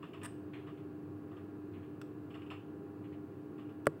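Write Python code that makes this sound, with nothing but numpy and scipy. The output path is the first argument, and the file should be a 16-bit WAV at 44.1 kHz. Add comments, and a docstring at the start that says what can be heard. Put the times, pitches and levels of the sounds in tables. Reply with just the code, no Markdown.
"""A hard-walled room: a bench instrument with an open printer bay, mains hum over a steady fan rush.
Fingers scrape the paper roll once, a run of tiny slips, and leave it with a tick on plastic.
Small hard clacks and soft rustles fade into the room.
Near the end a sharp knock rings a small casing right at the microphone."""
import sys
import numpy as np
from scipy import signal
from scipy.fft import rfft, irfft, next_fast_len
from scipy.io import wavfile
from scipy.ndimage import map_coordinates

SR = 44100
rng = np.random.default_rng(int(sys.argv[2]) if len(sys.argv) > 2 else 0)


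def to_wav(sig):
    """Store sig (one row per channel, or 1-D mono) as 16-bit WAV at the path in sys.argv[1].

    Samples outside -1..1 are clipped; the rate is SR.
    """
    pcm = np.clip(np.atleast_2d(sig), -1, 1) * 32767
    pcm = np.round(pcm).astype(np.int16)
    wavfile.write(sys.argv[1], SR, pcm.T)  # frames by channels


N = 176400

# knock contacts: start_s, thump_db, crack_db
KNOCK_CONTACTS = [(3.8684, -45, -30.5), (3.8691, -15, -32.5), (3.8724, -49, -37)]
# casing modes: pitch_hz, level_db, t60_s
CASING_MODES = [(154.3, -18, 0.12), (314.6, -17, 0.16), (444, -7, 0.054), (561, 3.5, 0.022),
                (1166, -11, 0.028), (1390, 3, 0.009), (1636, -6.5, 0.013), (1880, -4.5, 0.0062)]
# knock crack spectrum: freq_hz, gain_db
CRACK_SPECTRUM = [(300, -29), (1000, 1), (1500, 13), (2600, 5), (3500, -4), (5000, 0.5), (6100, -13),
                  (8500, 4.5), (10200, -2.5), (12000, -22), (15000, -1), (16000, -11)]
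# paper roll response: freq_hz, gain_db
PAPER_SPECTRUM = [(150, 3.5), (600, -8), (1150, 4), (1400, -2.5), (1780, 5.5), (2150, -9), (2700, -2.5),
                  (4500, -18), (5300, -11.5), (6200, -21), (7700, -9.5), (8350, 0.5), (8750, -13),
                  (9100, 0.5), (9600, -12), (12200, -22), (15500, -21)]
# contacts on plastic: start_s, level_db
TICK_CONTACTS = [(2.0148, -45), (2.017, -57), (3.856, -50.5)]
# plastic response: freq_hz, gain_db
TICK_SPECTRUM = [(200, -26), (900, -9), (1400, 9.5), (2100, -12), (2650, 2), (3050, -6), (3450, -3),
                 (4000, -10), (5500, -10), (6400, -20), (7900, -8), (10500, -27), (15500, -17)]
# hard clacks: start_s, ring_db, body_db, ring_t60_s
CLACK_HITS = [(.025, -61, -50, 0.37), (0.133, -59, -53.5, 0.28), (0.214, -58, -52.5, 0.31),
              (0.666, -67, -51.5, 0.43), (1.311, -77, -57.5, 0.28), (1.365, -69, -57.5, 0.28),
              (2.303, -65.5, -65, 0.49), (2.341, -58.5, -53.5, 0.24), (2.417, -60, -66, 0.098),
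              (2.462, -65, -65, 0.14), (2.502, -52.5, -46.5, 0.27), (3.581, -66, -56, 0.34),
              (3.69, -70.5, -63, 0.18)]
# bright clack ring: freq_hz, gain_db
RING_SPECTRUM = [(500, -22), (1700, -7), (2350, -9.5), (2800, 1.5), (3200, -12), (3550, -8), (3950, -34),
                 (4250, -17), (4750, -29), (5150, -20.5), (6200, -46), (7450, -23.5), (10000, -39.5),
                 (16000, -37)]
# hollow clack body: freq_hz, gain_db
BODY_SPECTRUM = [(200, -32), (650, -1), (900, -3.5), (1170, 7), (1450, -6.5), (1900, -5), (2400, -18),
                 (3500, -15), (4500, -36), (16000, -58)]
# papery brushes: start_s, level_db, rise_s, t60_s
RUSTLE_STROKES = [(.532, -54, 0.0018, 0.41), (.77, -64, 0.0077, 0.22), (1.733, -62.5, .004, 0.38),
                  (1.825, -67.5, .008, 0.29), (3.038, -64.5, 0.0028, 0.26), (3.125, -64.5, 0.0028, 0.21)]
# rustle spectrum: freq_hz, gain_db
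RUSTLE_SPECTRUM = [(300, -14), (1100, -1), (1400, -3), (1950, 1), (2850, 0), (3500, -7), (3850, -19),
                   (4120, -10), (4750, -34), (6200, -32), (8300, -31), (16000, -43)]
# mains harmonics: pitch_hz, level_db
HUM_HARMONICS = [(100, -65.5), (300, -50), (400, -62), (500, -70), (700, -76), (800, -72), (900, -93),
                 (1100, -78), (1300, -93.5), (1400, -78), (1600, -83.5), (1700, -81)]
# fan rumble: freq_hz, gain_db
RUMBLE_SPECTRUM = [(25, -44), (42, -29), (65, -24), (80, -12.5), (95, 6), (120, 1.5), (148, 2), (185, -0.5),
                   (260, -2.5), (302, 6.5), (335, 1.5), (400, 2), (470, -8.5), (560, -16.5), (800, -48)]
# fan air hiss: freq_hz, gain_db
AIR_SPECTRUM = [(300, 6.5), (520, -5.5), (660, 8), (780, -4), (920, 1.5), (1100, 2), (1600, -5.5),
                (2200, -14), (2650, -11), (3300, -22), (4800, -25.5), (6200, -57.5), (8300, -40),
                (11500, -49.5), (15500, -21)]
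# room decay: freq_hz, t60_s
ROOM_DECAY = [(200, 0.37), (2000, .3), (2700, 0.36), (3600, 0.43), (6500, 0.35), (8250, 0.4), (10000, 0.19),
              (14000, 0.26)]


def amp(db):
    """Decibels to gain."""
    return 10 ** (np.asarray(db) / 20)


def unit_rms(x):
    """Scale to rms 1."""
    return x / np.sqrt(np.mean(x ** 2) + 1e-20)


def log_interp(points, hz):
    """Interpolate (freq_hz, value) points on a log frequency axis."""
    freq_hz, values = np.transpose(points)
    return np.interp(np.log(hz + 1), np.log(freq_hz + 1), values)


def since(start_s):
    """Seconds since start_s, zero before."""
    return np.maximum(np.arange(N) / SR - start_s, 0)


def wobble(rate_hz):
    """Smooth random curve, rate_hz knots a second."""
    return map_coordinates(rng.standard_normal(1024), [np.arange(N) * rate_hz / SR], mode="wrap")


def filtered(x, response):
    """Zero-phase filter with gain response(hz)."""
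    size = next_fast_len(N + SR // 2)
    return irfft(rfft(x, size) * response(np.fft.rfftfreq(size, 1 / SR)), size)[:N]


def noise(spectrum):
    """Coloured noise, rms 1."""
    return unit_rms(filtered(rng.standard_normal(N), lambda hz: amp(log_interp(spectrum, hz))))


def resonate(force, spectrum, size=4096):
    """Drive a minimum-phase body of unit energy."""
    gain = amp(log_interp(spectrum, np.fft.rfftfreq(size, 1 / SR)))
    cepstrum = irfft(np.log(gain))
    cepstrum[1:size // 2] *= 2
    cepstrum[size // 2 + 1:] = 0
    impulse = irfft(np.exp(rfft(cepstrum)))
    return signal.fftconvolve(force, impulse / np.linalg.norm(impulse))[:N]


def in_room(x, wet_db):
    """Add a room tail with frequency-dependent decay."""
    hz, time_s, bands = signal.stft(rng.standard_normal(SR // 2), SR, nperseg=256)
    decay = amp(-60 * time_s / log_interp(ROOM_DECAY, hz)[:, None])
    tail = signal.istft(bands * decay, SR, nperseg=256)[1]
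    return x + amp(wet_db) * signal.fftconvolve(x, tail / np.linalg.norm(tail))[:N]


def strike(start_s, rise_s, t60_s):
    """Impact envelope: exponential rise and decay."""
    age_s = since(start_s)
    return (1 - np.exp(-age_s / rise_s)) * np.exp(-np.log(1000) * age_s / t60_s)


def knock(mode_rise_cycles=0.29, contact_cutoff_hz=2290):
    """Three blunt contacts ring a small casing, low modes rising slowest; each adds a bright crack."""
    modes = np.zeros(N)
    crack_envelope = np.zeros(N)
    for start_s, thump_db, crack_db in KNOCK_CONTACTS:
        for pitch_hz, level_db, t60_s in CASING_MODES:
            envelope = amp(thump_db + level_db) * strike(start_s, mode_rise_cycles / pitch_hz, t60_s)
            modes += envelope * np.sin(2 * np.pi * pitch_hz * since(start_s))
        crack_envelope += amp(crack_db) * strike(start_s, rise_s=0.0001, t60_s=0.0086)
    thump = signal.sosfilt(signal.butter(4, contact_cutoff_hz, fs=SR, output="sos"), modes)
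    crack = resonate(crack_envelope * rng.standard_normal(N), CRACK_SPECTRUM)
    return in_room(crack - thump, wet_db=-30)


def paper_scrape(start_s=0.232, length_s=0.032, edge_s=0.0013, level_db=-47.5,
                 slips_per_s=570, scatter_db=2):
    """Tiny slips and smooth friction, in equal parts, drive the paper roll."""
    slips = (rng.random(N) < slips_per_s / SR) * amp(scatter_db * rng.standard_normal(N))
    friction = rng.standard_normal(N)
    stroke = (1 - np.exp(-since(start_s) / edge_s)) * np.exp(-since(start_s + length_s) / edge_s)
    force = stroke * unit_rms(unit_rms(slips) + friction)
    return in_room(amp(level_db) * resonate(force, PAPER_SPECTRUM), wet_db=-11)


def ticks(rise_s=0.0001, t60_s=0.019):
    """Light contacts excite plastic with short noise bursts."""
    envelope = sum(amp(level_db) * strike(start_s, rise_s, t60_s) for start_s, level_db in TICK_CONTACTS)
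    return in_room(resonate(envelope * rng.standard_normal(N), TICK_SPECTRUM), wet_db=-10.5)


def clacks(rise_s=0.0012, body_lag_s=0.0039, resonance_hz=2695, width_hz=460,
           snap_db=1.5, linger_db=-5.5, linger_t60_ratio=1.76):
    """Room-blurred clacks: a bright ring, one resonance that snaps and lingers, then a hollow body."""
    def band(hz):
        return 1 / (1 + ((hz - resonance_hz) / width_hz) ** 4)

    out = np.zeros(N)
    for start_s, ring_db, body_db, ring_t60_s in CLACK_HITS:
        snap = amp(snap_db) * strike(start_s, rise_s, t60_s=0.022)  # direct sound, ahead of the room
        linger = amp(linger_db) * strike(start_s, rise_s, linger_t60_ratio * ring_t60_s)
        resonance = unit_rms(filtered(rng.standard_normal(N), band))
        ring = strike(start_s, rise_s, ring_t60_s) * noise(RING_SPECTRUM)
        body = strike(start_s + body_lag_s, rise_s=0.0029, t60_s=0.21) * noise(BODY_SPECTRUM)
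        out += amp(ring_db) * (ring + (snap + linger) * resonance) + amp(body_db) * body
    return out


def rustles():
    """Soft papery brushes: noise bursts fading into the room."""
    envelope = sum(amp(level_db) * strike(start_s, rise_s, t60_s)
                   for start_s, level_db, rise_s, t60_s in RUSTLE_STROKES)
    return envelope * noise(RUSTLE_SPECTRUM)


def mains_hum(initial_db=-6.5, full_at_s=0.26, swell_s=0.022,
              waver_db=1, waver_rad=0.14, waver_hz=6.266):
    """Mains harmonics wavering in level and phase; soft at first, then a quick swell to full."""
    time_s = since(0)
    swell = amp(initial_db * np.clip((full_at_s - time_s) / swell_s, 0, 1))
    out = np.zeros(N)
    for pitch_hz, level_db in HUM_HARMONICS:
        peak = np.sqrt(2) * amp(level_db + waver_db * wobble(waver_hz))
        phase_rad = 2 * np.pi * (pitch_hz * time_s + rng.random())
        out += peak * np.sin(phase_rad + waver_rad * wobble(waver_hz))
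    return swell * out


def fan(rumble_db=-49.5, air_db=-61.5):
    """Steady rumble with a thin hiss of air."""
    return amp(rumble_db) * noise(RUMBLE_SPECTRUM) + amp(air_db) * noise(AIR_SPECTRUM)


def scene():
    """Mono sum of all sources."""
    return (mains_hum() + fan() + clacks() + rustles() + paper_scrape() + ticks() + knock())[None]


def record(dry, low_cut_hz=78, band_limit_hz=15800):
    """Microphone: bass roll-off and a hard upper band limit."""
    thinned = signal.sosfilt(signal.butter(4, low_cut_hz, "highpass", fs=SR, output="sos"), dry[0])
    return filtered(thinned, lambda hz: hz < band_limit_hz)[None]


dry = scene()
out = record(dry)
to_wav(out)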